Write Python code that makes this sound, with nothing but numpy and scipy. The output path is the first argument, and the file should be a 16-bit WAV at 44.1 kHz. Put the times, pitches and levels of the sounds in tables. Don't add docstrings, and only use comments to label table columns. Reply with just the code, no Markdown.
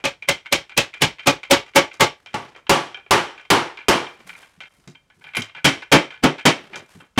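import sys
import numpy as np
from scipy import signal
from scipy.fft import rfft, irfft
from scipy.io import wavfile
from scipy.ndimage import uniform_filter1d

SR = 44100
rng = np.random.default_rng(int(sys.argv[2]) if len(sys.argv) > 2 else 0)


def store_wav(level_fs):
    pcm = np.round(np.clip(np.atleast_2d(level_fs), -1, 1) * 32767)
    wavfile.write(sys.argv[1], SR, pcm.T.astype(np.int16))


def gain_from_db(level_db):
    decades = np.asarray(level_db, float) / 20
    return 10 ** decades


N = 317079

# pitch in Hz, t60 in seconds, level in dB in the first, second and third run.
BENCH_MODES = [(105, .3, -17.5, -11, -17), (147, .35, -8, -11, -1.5), (170.35, 0.29, -7.5, -13, 1),
               (237, 0.086, -13.5, 1.5, -6.5), (277.24, .3, -1, -12, 0), (347.3, 0.32, -1.5, 1, -1.5),
               (400, 0.081, -6, 10, -11), (450.5, 0.21, -3.5, -6.5, -3.5), (559, 0.29, 5.5, -1, -9),
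               (706.6, 0.34, -7.5, -3.5, -27.5), (857, 0.34, 2, -1, -4.5), (924, 0.35, -2, -3, -3),
               (1148, 0.37, 0.5, 0.5, -9.5), (1303, 0.28, -2, -13, -6.5), (1429, 0.2, -6, -7.5, -2.5)]
# centre in Hz, width in Hz, level in dB.
TOOL_LOW = [(882, 110, -13), (1523, 71, -6.5), (1699, 36, -7), (2157.5, 150, -1.5), (2344, 100, -1),
            (2606, 150, -10)]
# centre in Hz, width in Hz, level in dB.
TOOL_HIGH = [(3146, 120, 2), (3467, 120, -8.5), (4700, 260, -24.5), (5260, 280, -20.5)]
# start in seconds, ring in dB, upper ring in dB, rattle t60 in seconds.
LANDINGS = [(0.2225, -26, -9, 0.056), (0.458, -28.5, -24, 0.067), (0.6938, -27.5, -11.5, 0.15),
            (0.9381, -25.5, 2, 0.17), (1.193, -27, 3, 0.18), (1.431, -21, -23, 0.13),
            (1.662, -32, -13, 0.096), (1.913, -29, -13, .12), (2.2602, -29.5, 7.5, 0.2),
            (2.667, -30, 2.5, 0.12), (2.944, -27, 9.5, 0.08), (3.3774, -29, -4, 0.24),
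            (3.7722, -24, -12, 0.2), (4.066, -37, 21, 0.078), (4.2932, -28.5, -21, 0.049),
            (4.4283, -33, 3, 0.098), (4.6042, -29, 9.5, 0.18), (4.953, -45, 8.5, 0.11), (5.1, -42, 4, 0.12),
            (5.2403, -31.5, 1.5, 0.28), (5.3481, -19, 5.5, 0.29), (5.4185, -35.5, 23.5, 0.09),
            (5.548, -26.5, -8.5, 0.15), (5.575, -35.5, -7, 0.091), (5.82, -22.5, -4, 0.095),
            (6.104, -27, 4.5, 0.23), (6.381, -22, -8.5, 0.13), (6.6373, -45, 8, 0.25),
            (6.733, -25, -7, 0.16), (7.16, -37, -12, 0.11)]
# lower modes, 2.1 kHz mode, 2.4 kHz mode, crack, all in dB.
TOOL_LIE = [(-2.5, -1, 5.5, 4), (4.5, 3.5, -7, 7), (2, -1.5, 0.5, 1), (2.5, 4, 6, 4), (-3, -1.5, 1.5, 1),
            (-8.5, -1, 1, 3.5), (-1.5, -0.5, -3.5, 6), (1, 0, 1, -3.5), (-2.5, -2, 0, 4.5),
            (1.5, -4, -2.5, -6), (8, -10.5, 7, -5), (2, -5, 0.5, 0.5), (3.5, -3.5, 2.5, -1.5),
            (-8, -3, 3, 0), (3.5, 2, 6, 2), (7, -5, -11, 0), (-0.5, -2.5, -17, 8), (4, -1, -1, -0.5),
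            (10.5, 3, -12, -6), (8, 0.5, 3, -9), (4, 2.5, 0, -4.5), (-2.5, -4, -13.5, -6),
            (5.5, -1.5, -3.5, -7.5), (8, -1, 6, -12.5), (5.5, -0.5, -4, -0.5), (7, -2, -1, 1),
            (2.5, -2.5, -1, 1), (-6, -8, -1, -3), (4, -2, -2.5, -7), (-4, -0.5, -5, 5)]
# start in seconds, ring in dB.
GLANCE = (5.3672, -13)
LEAD_BENDS = [0.33, 2.37, 2.6, 0.99, 2.53, 1.4, 1.7, 2.6, .95, 0.38, .42, 3.75, 0.22, .16]


def unit(x):
    return x / np.sqrt(np.mean(x ** 2))


def on_log_axis(table, hz):
    points_hz, values = np.transpose(table)
    return np.interp(np.log(np.maximum(hz, 1)), np.log(points_hz), values)


def band(x, low_hz, high_hz):
    return signal.sosfilt(signal.butter(2, [low_hz, high_hz], "bandpass", fs=SR, output="sos"), x)


def resonate(x, peaks):
    out = 0
    for hz, width_hz, db in peaks:
        b, a = signal.iirpeak(hz, hz / (2.2 * width_hz), fs=SR)
        out = out + gain_from_db(db) * signal.lfilter(b, a, signal.lfilter(b, a, x))
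    return out


def add(out, x, s):
    i = int(round(s * SR))
    out[i:i + len(x)] += x[:N - i]


def rings(modes, t, scatter_db=2.0):
    ring = np.zeros(len(t))
    for hz, db, t60_s in modes:
        gain, detune, phase, beat_phase = rng.standard_normal(4)
        level = gain_from_db(db + scatter_db * gain - 60 * t / min(t60_s, .33))
        beat = 1 + 0.61 * np.sin(2 * np.pi * .025 * hz * t + 3 * beat_phase)
        ring += level * beat * np.sin(2 * np.pi * hz * (1 + .006 * detune) * t + .5 * phase)
    return ring / np.std(ring[:SR // 50])


def air():
    # frequency in Hz, density in dB per Hz.
    colour = [(18, -21), (30, -6), (60, -3), (140, -2.5), (295, -12.5), (999, -16), (2560, -23),
              (4590, -25.5), (13000, -23.5)]
    hz = np.arange(N // 2 + 1) * SR / N
    spectrum = rfft(rng.standard_normal(N)) * gain_from_db(on_log_axis(colour, hz)) / (1 + (hz / 9000) ** 4)
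    return gain_from_db(-66.5) * unit(irfft(spectrum, N))


def rubbing():
    # peak pressure in seconds, easing in seconds, scrape in dB, lightness in dB.
    strokes = [(2.2, 0.15, -63.5, -1), (2.37, 0.17, -48, -12), (2.58, .08, -82, -1),
               (4.13, 0.53, -56.5, -2), (4.278, 0.059, -56.5, 9), (4.31, 0.1, -60.5, 2),
               (4.37, 0.18, -56.5, 6), (4.431, 0.12, -71, -2), (4.72, 0.25, -77.5, 18.5),
               (5.16, .1, -71.5, 9.5), (5.24, 0.13, -63, 4), (5.356, 0.024, -47, 15),
               (6.617, 0.15, -50.5, -9), (6.748, 0.12, -48.5, -14), (6.85, 0.23, -82, 22),
               (6.92, 0.12, -53.5, 2.5)]
    rumble_db, hiss_db, edge_db = -10.5, -10, -16
    rise_share = .25
    out, t = np.zeros(N), np.arange(N) / SR
    steps = np.repeat(rng.standard_normal(N // 256 + 1), 256)[:N]
    grain = gain_from_db(3.6 * uniform_filter1d(steps, size=128))
    rumble = unit(band(rng.standard_normal(N) * grain, 110, 650))
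    scrape = unit(band(rng.standard_normal(N) * grain, 600, 2800))
    hiss = unit(band(rng.standard_normal(N) * grain, 3500, 10900))
    for s, ease_s, db, light_db in strokes:
        reach_s = np.where(t < s, rise_share * ease_s, ease_s)
        pressure = gain_from_db(db + edge_db * ((t - s) / reach_s) ** 2)
        out += pressure * (gain_from_db(rumble_db - light_db) * rumble + scrape + gain_from_db(hiss_db + light_db) * hiss)
    return out


def thuds():
    # start in seconds, level in dB, pitch in Hz, t60 in seconds.
    bumps = [(2.226, -58, 302, 0.12), (2.559, -48, 400, 0.074), (2.975, -39, 800, 0.07),
             (4.19, -48, 227, .15), (4.251, -42.5, 184, 0.22), (4.31, -51, 171, 0.2),
             (4.575, -44, 188, 0.15), (4.635, -52.5, 168.5, 0.093), (4.786, -45, 200, 0.14),
             (4.874, -28, 180, 0.18), (4.877, -33.5, 320, 0.083), (5.1, -61, 159, 0.1),
             (5.17, -48, 152, 0.22), (5.248, -49, 153, 0.22), (5.371, -27, 106, 0.24),
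             (5.378, -13.5, 263, 0.096), (5.564, -45, 150, .12), (6.7, -39, 387, 0.23),
             (6.76, -33, 343, 0.11), (6.819, -42, 356, 0.082), (6.95, -33, 166, 0.16),
             (7.008, -41.5, 240, 0.12)]
    out, t = np.zeros(N), np.arange(SR // 2) / SR
    for s, db, hz, t60_s in bumps:
        near = [(row[0], -9 * abs(np.log2(row[0] / hz)), t60_s) for row in BENCH_MODES[:8]]
        ring = rings(near + [(hz, 1.5, t60_s)], t, scatter_db=3.0)
        add(out, gain_from_db(db - 6.0) * ring * (1 - np.exp(-t / 0.0067)), s)
    return out


def sheen():
    # centre in Hz, width in Hz, level in dB.
    jingle = [(9800, 460, -5), (10200, 200, -5), (11800, 600, -12)]
    out, t = np.zeros(N), np.arange(SR // 4) / SR
    noise = unit(resonate(rng.standard_normal(len(t)), jingle))
    add(out, gain_from_db(-31.5 - 60 * t / 0.1) * noise, GLANCE[0])
    return out


def contacts():
    # start in seconds, ring in dB.
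    bounces = [(.2354, -38.5), (0.449, -35), (0.472, -34.5), (0.717, -35.5), (0.931, -36.5), (1.184, -29),
               (1.23, -31.5), (1.6775, -41), (2.296, -55), (1.735, -33), (2.972, -33.5), (2.997, -42.5),
               (3.411, -46), (4.297, -39), (4.304, -44), (4.607, -33.5), (4.949, -43.5), (4.719, -57),
               (5.219, -46), (5.58, -38), (5.358, -36), (0.22, -44.5), (.2415, -45), (.2505, -43.5),
               (6.742, -32.5), (6.12, -39.5), (6.392, -26), (5.398, -39), (3.396, -36.5), (3.451, -35),
               (3.787, -31), (4.329, -35), (4.351, -36), (4.62, -38), (4.635, -40.5), (4.6548, -42),
               (4.67, -39), (5.2104, -42.5), (5.246, -36), (5.268, -44), (5.282, -38.5), (5.335, -35),
               (5.493, -33), (6.136, -37), (6.174, -39), (6.409, -28.5)]
    # start in seconds, ring in dB, crack in dB.
    touches = [(0, -43.5, -12), (1.678, -44.5, -3), (1.931, -46, 4), (1.939, -44, 4), (2.204, -68, -9),
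               (2.332, -39, -4), (2.49, -61, 14), (2.548, -39, -25), (2.562, -40.5, -4), (2.574, -47, -18),
               (2.979, -42, -29), (3.063, -45, -33), (4.2028, -42.5, -8), (4.399, -43, -9),
               (4.7065, -44, -14), (4.7987, -59, 3), (4.8384, -53.5, -9), (4.875, -39.5, 5.5),
               (5.565, -54, 4), (5.42, -36, 10), (6.757, -29, 2.5), (6.818, -47, -15), (6.862, -64, 10),
               (7.001, -43, -24), (7.006, -41.5, -24)]
    # upper ring, wood, crack, all in dB.
    glance_db = (2, -4.5, -3)
    out = [(s, db, upper_db, -11.5, -19.5 + lie[3], t60_s)
           for (s, db, upper_db, t60_s), lie in zip(LANDINGS, TOOL_LIE)]
    out += [(s, db, -7.5, -11, -21.5, 0.044) for s, db in bounces]
    out += [(s, db, 2, 2, crack_db, .14) for s, db, crack_db in touches]
    return out + [(*GLANCE, *glance_db, 0.12)]


def tool_ring(push):
    starts_s = np.array(LANDINGS)[:, 0] - .015
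    latest = np.maximum(np.searchsorted(starts_s, np.arange(N) / SR) - 1, 0)
    lower_db, mid_db, upper_db, _ = np.array(TOOL_LIE)[latest].T
    shares_db = [lower_db, lower_db, lower_db, mid_db, upper_db, 0]
    return sum(resonate(push * gain_from_db(db), [mode]) for mode, db in zip(TOOL_LOW, shares_db))


def hops():
    # centre in Hz, width in Hz, level in dB.
    thin_steel = [(2365, 14, 12), (3155, 13, 9.5)]
    # centre in Hz, width in Hz, level in dB.
    crack_parts = [(3930, 130, 0.5), (4900, 200, -4.2)]
    push, tick, t = np.zeros((4, N)), np.zeros((4, N)), np.arange(SR // 2) / SR
    for s, db, upper_db, wood_db, crack_db, t60_s in contacts():
        rattle = gain_from_db(-60 * (t / max(t60_s, .02)) ** 1.5)
        normal_speed = 2.2 < s < 5.45 or 6.7 < s < 7.1
        if normal_speed:
            first, tick_db = gain_from_db(-4.5 - 60 * t / 0.025), 12.5
        else:
            first, tick_db = gain_from_db(-7.5 - 60 * t / 0.05) * (1 - np.exp(-t / 0.0011)), 9
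        parts_db = np.array([0, upper_db, wood_db, crack_db])
        for row, part_db, rattle_db in zip(push, parts_db, (-14.0, -18.5, -8.0, -12.5)):
            add(row, gain_from_db(db + part_db) * (first + gain_from_db(rattle_db) * rattle), s + 0.0004)
        tick[:, int((s + .0008) * SR)] = gain_from_db(db + tick_db + parts_db)
    steps = np.repeat(rng.standard_normal((4, N // 128 + 1)), 128, axis=1)[:, :N]
    flutter = uniform_filter1d(steps, size=96)
    low, high, wood, crack = push * rng.standard_normal((4, N)) * gain_from_db(4 * flutter) + tick
    tool = gain_from_db(12.5) * tool_ring(low) + gain_from_db(-3.5) * band(band(low, 1000, 3900), 1000, 3900)
    tool += gain_from_db(6) * resonate(high, TOOL_HIGH) + resonate(low + high, thin_steel)
    bench = gain_from_db(2.5) * band(band(wood, 250, 2500), 250, 2500)
    crackle = gain_from_db(-1.0) * band(crack, 3500, 7200) + resonate(crack, crack_parts)
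    direct = tool + bench + crackle
    walls = band(rng.standard_normal(len(t)), 200, 3600) * gain_from_db(-60 * t / 0.35) * (1 - np.exp(-t / 0.0029))
    return direct + gain_from_db(-41.5) * signal.fftconvolve(direct, walls)[:N]


def seat(k, size):
    # block, block overtone, dowel, dowel overtone, all in Hz.
    seat_hz = [(350, 842, 2011, 3031), (460, 1147, 2441, 2896), (463, 1157, 1863, 2947),
               (463, 1160, 2207, 3033), (466, 1157, 2347, 3149), (285, 1160, 2560, 2929),
               (545, 1160, 2097, 3136), (498, 1152, 2121, 3004), (479, 1128, 2627, 2721),
               (345, 1628, 2385, 2974), (450, 1120, 2396, 3688), (474, 929, 2229, 3001),
               (401, 1491, 2312, 2998), (285, 1106, 2167, 3090), (275, 1445, 2239, 3117),
               (301, 1577, 2051, 3163), (249, 1451, 2258, 3047), (252, 972, 2258, 3160),
               (228, 1128, 2544, 3601)]
    seat_db = [(-16.5, -1, -10.5, -16), (-16, -8, -13, -6.5), (-13, -7.5, -12.5, -20),
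               (-10, -7.5, -11.5, -15), (-16, -4.5, -11.5, -10.5), (-8.5, -6, -2.5, -10),
               (-10, -10, 0.5, 0.5), (-7.5, -9, -9.5, -5.5), (-7.5, -10.5, -3, -6),
               (-12, -9.5, -15.5, -2.5), (-17.5, -6.5, -9.5, -10.5), (-13, -6, -9, -11),
               (-10.5, -11.5, -17.5, -7.5), (-9, -4.5, -8.5, -11), (-2.5, -7.5, -10.5, -6),
               (-5, -7, -15.5, -10), (-1.5, -8.5, -10.5, -10.5), (-5.5, -5, -8, -7), (0.5, -3.5, -15, -8.5)]
    seat_t60_s = (.28, 0.23, 0.32, .24)
    t, out = np.arange(size) / SR, np.zeros(size)
    for hz, db, t60_s in zip(seat_hz[k], seat_db[k], seat_t60_s):
        beat = 1 + 0.38 * np.cos(2 * np.pi * 0.021 * hz * t + k)
        out += gain_from_db(db - 60 * t / t60_s) * np.sin(2 * np.pi * hz * t) * beat
    return out * (1 - np.exp(-t / 0.00076))


def blow(body, run, dowel, same, weight_db, spot, bench_db, dowel_db, tools_db, crack_db):
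    # frequency in Hz, t60 in seconds.
    room_t60 = [(60, 0.37), (160, 0.24), (420, 0.39), (1100, 0.37), (2900, 0.4), (7700, 0.3), (15000, 0.29)]
    room_db = (-1, -0.5, -1)
    # centre in Hz, width in Hz, level in dB.
    buzz_top = [(5530, 290, -15.5), (7540, 630, -25.5)]
    buzz_run_db = (1.9, 2.5, 0)
    deep_db, mode_560_db, upper_modes_db, buzz_db, treble_db = spot
    size = len(same)
    t, hz = np.arange(size) / SR, np.arange(size // 2 + 1) * SR / size
    colour_db = on_log_axis(body, hz) + weight_db / (1 + (hz / 900) ** 2)
    colour_db += deep_db / (1 + (hz / 180) ** 4) + treble_db / (1 + (3800 / np.maximum(hz, 1)) ** 4)
    noise = rfft(.6 * same + .8 * rng.standard_normal(size)) * gain_from_db(colour_db)
    room = np.zeros(size)
    for octave in np.arange(5, 14.1, .5):
        share = np.clip(1 - 2 * np.abs(np.log2(np.maximum(hz, 1)) - octave), 0, 1)
        rise = 1 - np.exp(-t * 2 ** octave / 2.8)
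        room += irfft(noise * share, size) * rise * gain_from_db(-60 * t / on_log_axis(room_t60, 2 ** octave))
    spot_db = [deep_db] * 3 + [0] * 5 + [mode_560_db] + [upper_modes_db] * 6
    bench_modes = [(row[0], row[2 + run] + db, row[1]) for row, db in zip(BENCH_MODES, spot_db)]
    bench = rings(bench_modes, t, scatter_db=1.57) * (1 - np.exp(-t / 0.0037))
    crack = band(rng.standard_normal(size), 1200, 8800) * gain_from_db(-60 * t / 0.0067)
    loose = TOOL_LOW + [(f, width, db - 3) for f, width, db in TOOL_HIGH]
    loose = loose + [(f, width, db + buzz_run_db[run]) for f, width, db in buzz_top]
    shifted = [(f * (1 + .015 * rng.standard_normal()), width, db) for f, width, db in loose]
    tools = unit(resonate(rng.standard_normal(size), shifted)) * gain_from_db(-60 * t / (.4, .4, .42)[run])
    wood = gain_from_db(bench_db + weight_db) * bench + gain_from_db(dowel_db) * rings(dowel, t)
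    room *= gain_from_db(room_db[run]) / np.std(room[:SR // 50])
    return room + wood + gain_from_db(tools_db + buzz_db) * tools + gain_from_db(crack_db) * crack


def overload(x, db, contact_s):
    t = np.arange(len(x)) / SR
    x = x * gain_from_db(db) * (1 - np.exp(-(t / contact_s) ** 2)) * (1 + 2.0 * np.exp(-t / 0.011))
    flat = x / (1 + np.abs(x) ** 14) ** (1 / 14)
    return signal.lfilter([1, -1], [1, -np.exp(-2 * np.pi * 22 / SR)], flat)


def scramble(x, depth=0.56):
    for lag in (7, 17, 31):
        top, bottom = np.zeros(lag + 1), np.zeros(lag + 1)
        top[0], top[lag] = -depth, 1
        bottom[0], bottom[lag] = 1, -depth
        x = signal.lfilter(top, bottom, x)
    return x


def hurry(x, s, lead_s, bend):
    # time in seconds, playback speed as a ratio.
    speeds = [(0, 2.04), (.5, 1.92), (1.1, 1.9), (1.5, 1.906), (2.1, 1.906), (5.65, 1.37), (5.92, 1.65),
              (6.24, 1.68), (6.46, 1.52), (7.2, 2.56)]
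    speed = np.interp(s, *np.transpose(speeds))
    hop, reach = int(.03 * SR), SR // 250
    x = np.r_[np.zeros(int(lead_s * SR)), x, np.zeros(SR // 2)]
    out, skip, loose = np.zeros(len(x)), 0, scramble(x)
    for k in range(12):
        u = np.arange(len(x)) / hop - k
        fade_in = np.clip(1 + u, 0, 1)
        if k == 1:
            fade_in = 1.35 * fade_in ** bend
        fade_out = np.sqrt(1 - np.clip(u, 0, 1) ** (2 * bend if k == 0 else 2))
        source = x if k == 1 else loose
        out += fade_in * fade_out * np.r_[source[skip:], np.zeros(skip)]
        here, ahead = k * hop + skip, int((k + 1) * hop * speed) - hop - reach
        match = np.correlate(x[ahead:ahead + hop + 2 * reach], x[here:here + hop])
        skip = ahead - k * hop + np.argmax(match)
    return out


def knocks():
    # start in seconds, ceiling in dB, overload in dB, weight in the bench in dB.
    events = [
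        (2.341, -15, -14.5, 1),
        (2.694, -8.5, -2, 2),
        (3.108, -9, 0, -0.6),
        (3.502, -9, 0.5, -0.4),
        (3.883, -9, -1, 2.5),
    ]
    # deep thump, 560 Hz mode, modes above it, tool buzz, treble, all in dB.
    spots = [(8, 0.5, 6.5, 0, -2), (1, 3.5, -2, 1.5, 3), (1.5, 6.5, 3, 0.5, 0), (0.5, 0, -3, -3.5, -0.5),
             (0.5, -3.5, -2, 1.5, 1)]
    # frequency in Hz, density in dB per Hz.
    body = [(18, -74.5), (30, -30.5), (49, -30.5), (141, -2.5), (266, -1), (345, -0.5), (649, -5.5),
            (844, 0.5), (913, 0), (1320, -3.5), (5590, -18), (9970, -27.5), (16000, -53)]
    # pitch in Hz, level in dB, t60 in seconds.
    modes = [(1732, -2.5, 0.16), (1730, -18.5, 0.77), (2310, -14, 0.53), (2700, -1.5, 0.55),
             (2880, 3.5, 0.56), (3430, -8, 2.3), (4430, -21.5, 0.23)]
    out, same = np.zeros(N), rng.standard_normal(20480)
    for k, ((s, top_db, over_db, weight_db), spot) in enumerate(zip(events, spots)):
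        hit = blow(body, 1, modes, same, weight_db, spot,
                   bench_db=-1.5, dowel_db=-14.5, tools_db=-10.0, crack_db=-19.5)
        add(out, gain_from_db(top_db) * overload(hit + seat(k, len(hit)), over_db, contact_s=0.00072), s)
    return out


def taps():
    # start in seconds, ceiling in dB, overload in dB, lead-in in seconds, weight in the bench in dB.
    events = [
        (0.0519, -7.5, -14.5, 0.012, 0),
        (0.286, -8.5, -8, 0.014, -4),
        (0.524, -8, -6.5, 0.015, -4.5),
        (0.775, -7, -7.5, 0.01, -5),
        (1.018, -8.5, -3.5, 0.016, -2),
        (1.27, -6.5, -5.5, 0.013, 2),
        (1.5087, -7.5, 1.5, 0.012, 1),
        (1.758, -8, 1, 0.016, 3.5),
        (2.006, -7.5, -1, 0.01, 3),
    ]
    # deep thump, 560 Hz mode, modes above it, tool buzz, treble, all in dB.
    spots = [(4, 7, 1.5, 2, 0), (5, 1.5, -5.5, 4, 0), (6.5, 1.5, -30, 0.5, 0.52),
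             (6.5, 7.5, -6.5, -3, 0.56), (9, -19, -1, -0.5, 0), (3, 3, 0, -3, 0.88),
             (-1, 6.5, 2.5, -5.5, 0.38), (-5, 0, -0.5, 1, 0), (-2.5, -6, 0.5, -2, 0.11)]
    # frequency in Hz, density in dB per Hz.
    body = [(18, -51), (30, -18), (138, 1), (205, -1.5), (287, -3), (415, -4), (649, -5), (822, -4),
            (1250, -9.5), (2350, -8.5), (3400, -9), (7090, -17), (16000, -42.5)]
    # pitch in Hz, level in dB, t60 in seconds.
    modes = [(1625, 3, 0.31), (2189, 3, 0.27), (2283, -15, 0.15), (2972, -8.5, 0.52), (3260, -6.5, 0.17),
             (3837, -8, 0.13), (3500, -20, 0.075)]
    grips_hz = [2387, 2156, 2230, 2460, 2275, 2449, 2240, 2300, 2120]
    out, same = np.zeros(N), rng.standard_normal(20480)
    rows = zip(events, grips_hz, spots, LEAD_BENDS[:9])
    for k, ((s, top_db, over_db, lead_s, weight_db), grip_hz, spot, bend) in enumerate(rows, start=5):
        hit = blow(body, 0, modes + [(grip_hz, 8, 0.37)], same, weight_db, spot,
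                   bench_db=-2.0, dowel_db=-6.5, tools_db=-5.0, crack_db=7.5)
        hit = overload(hit + seat(k, len(hit)), over_db, contact_s=0.00028)
        add(out, gain_from_db(top_db) * hurry(hit, s, lead_s, bend), s - lead_s)
    return out


def drives():
    # start in seconds, ceiling in dB, overload in dB, lead-in in seconds, weight in the bench in dB.
    events = [
        (5.649, -7, -7, 0.0051, -2),
        (5.922, -6.5, 1.5, 0.0061, 3.5),
        (6.236, -9.5, 1.5, 0.02, 10.5),
        (6.458, -7, -1.5, 0.0049, 2),
        (7.181, -7, -3, 0.0046, 2.5),
    ]
    # deep thump, 560 Hz mode, modes above it, tool buzz, treble, all in dB.
    spots = [(12, -8.5, 4.5, 4.5, 2.5), (0, 10.5, 0.5, 1, 0), (-5.5, 3, -2, -3.5, -1.5),
             (-1.5, -7.5, -8.5, -2, 0.5), (1, -0.5, 2, 2, -8.5)]
    # frequency in Hz, density in dB per Hz.
    body = [(18, -70.5), (30, -49), (134, -2), (205, -2.5), (270, 0.5), (470, -5), (554, -4), (937, -8),
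            (2060, -8.5), (2230, -8.5), (6210, -20), (10200, -31), (16000, -58)]
    # pitch in Hz, level in dB, t60 in seconds.
    modes = [(1773, 0.5, 0.11), (2250, -6, 0.35), (3040, -1, 0.23), (3310, 6.5, 0.15), (3530, -9, 0.081),
             (3590, -7.5, 0.35), (4530, -8, 0.058)]
    out, same = np.zeros(N), rng.standard_normal(20480)
    rows = zip(events, spots, LEAD_BENDS[9:])
    for k, ((s, top_db, over_db, lead_s, weight_db), spot, bend) in enumerate(rows, start=14):
        hit = blow(body, 2, modes, same, weight_db, spot,
                   bench_db=-6.0, dowel_db=-9.0, tools_db=-6.5, crack_db=-9.5)
        hit = overload(hit + seat(k, len(hit)), over_db, contact_s=0.00056)
        add(out, gain_from_db(top_db) * hurry(hit, s, lead_s, bend), s - lead_s)
    return out


def scene():
    # time in seconds, half width in seconds, time until old tails are gone in seconds.
    splice = (4.69, .005, .05)
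    change_s, half_width_s, tail_s = splice
    since_s = np.arange(N) / SR - change_s
    dip = 1 - .75 * np.exp(-(since_s / half_width_s) ** 2)
    cut = 1 - .9 * (since_s > 0) * np.exp(-(since_s / tail_s) ** 2)
    background = air() + rubbing() + thuds() + sheen() + cut * hops()
    mix = dip * (background + knocks() + taps() + drives())
    return mix[None]


def band_limit(x):
    return signal.sosfilt(signal.butter(12, 16640, fs=SR, output="sos"), x)


def record(dry):
    top_cut = signal.ellip(8, .2, 70, 15800, fs=SR, output="sos")
    return band_limit(signal.sosfilt(top_cut, np.clip(dry, -.92, .92)))


dry = scene()
out = record(dry)
store_wav(out)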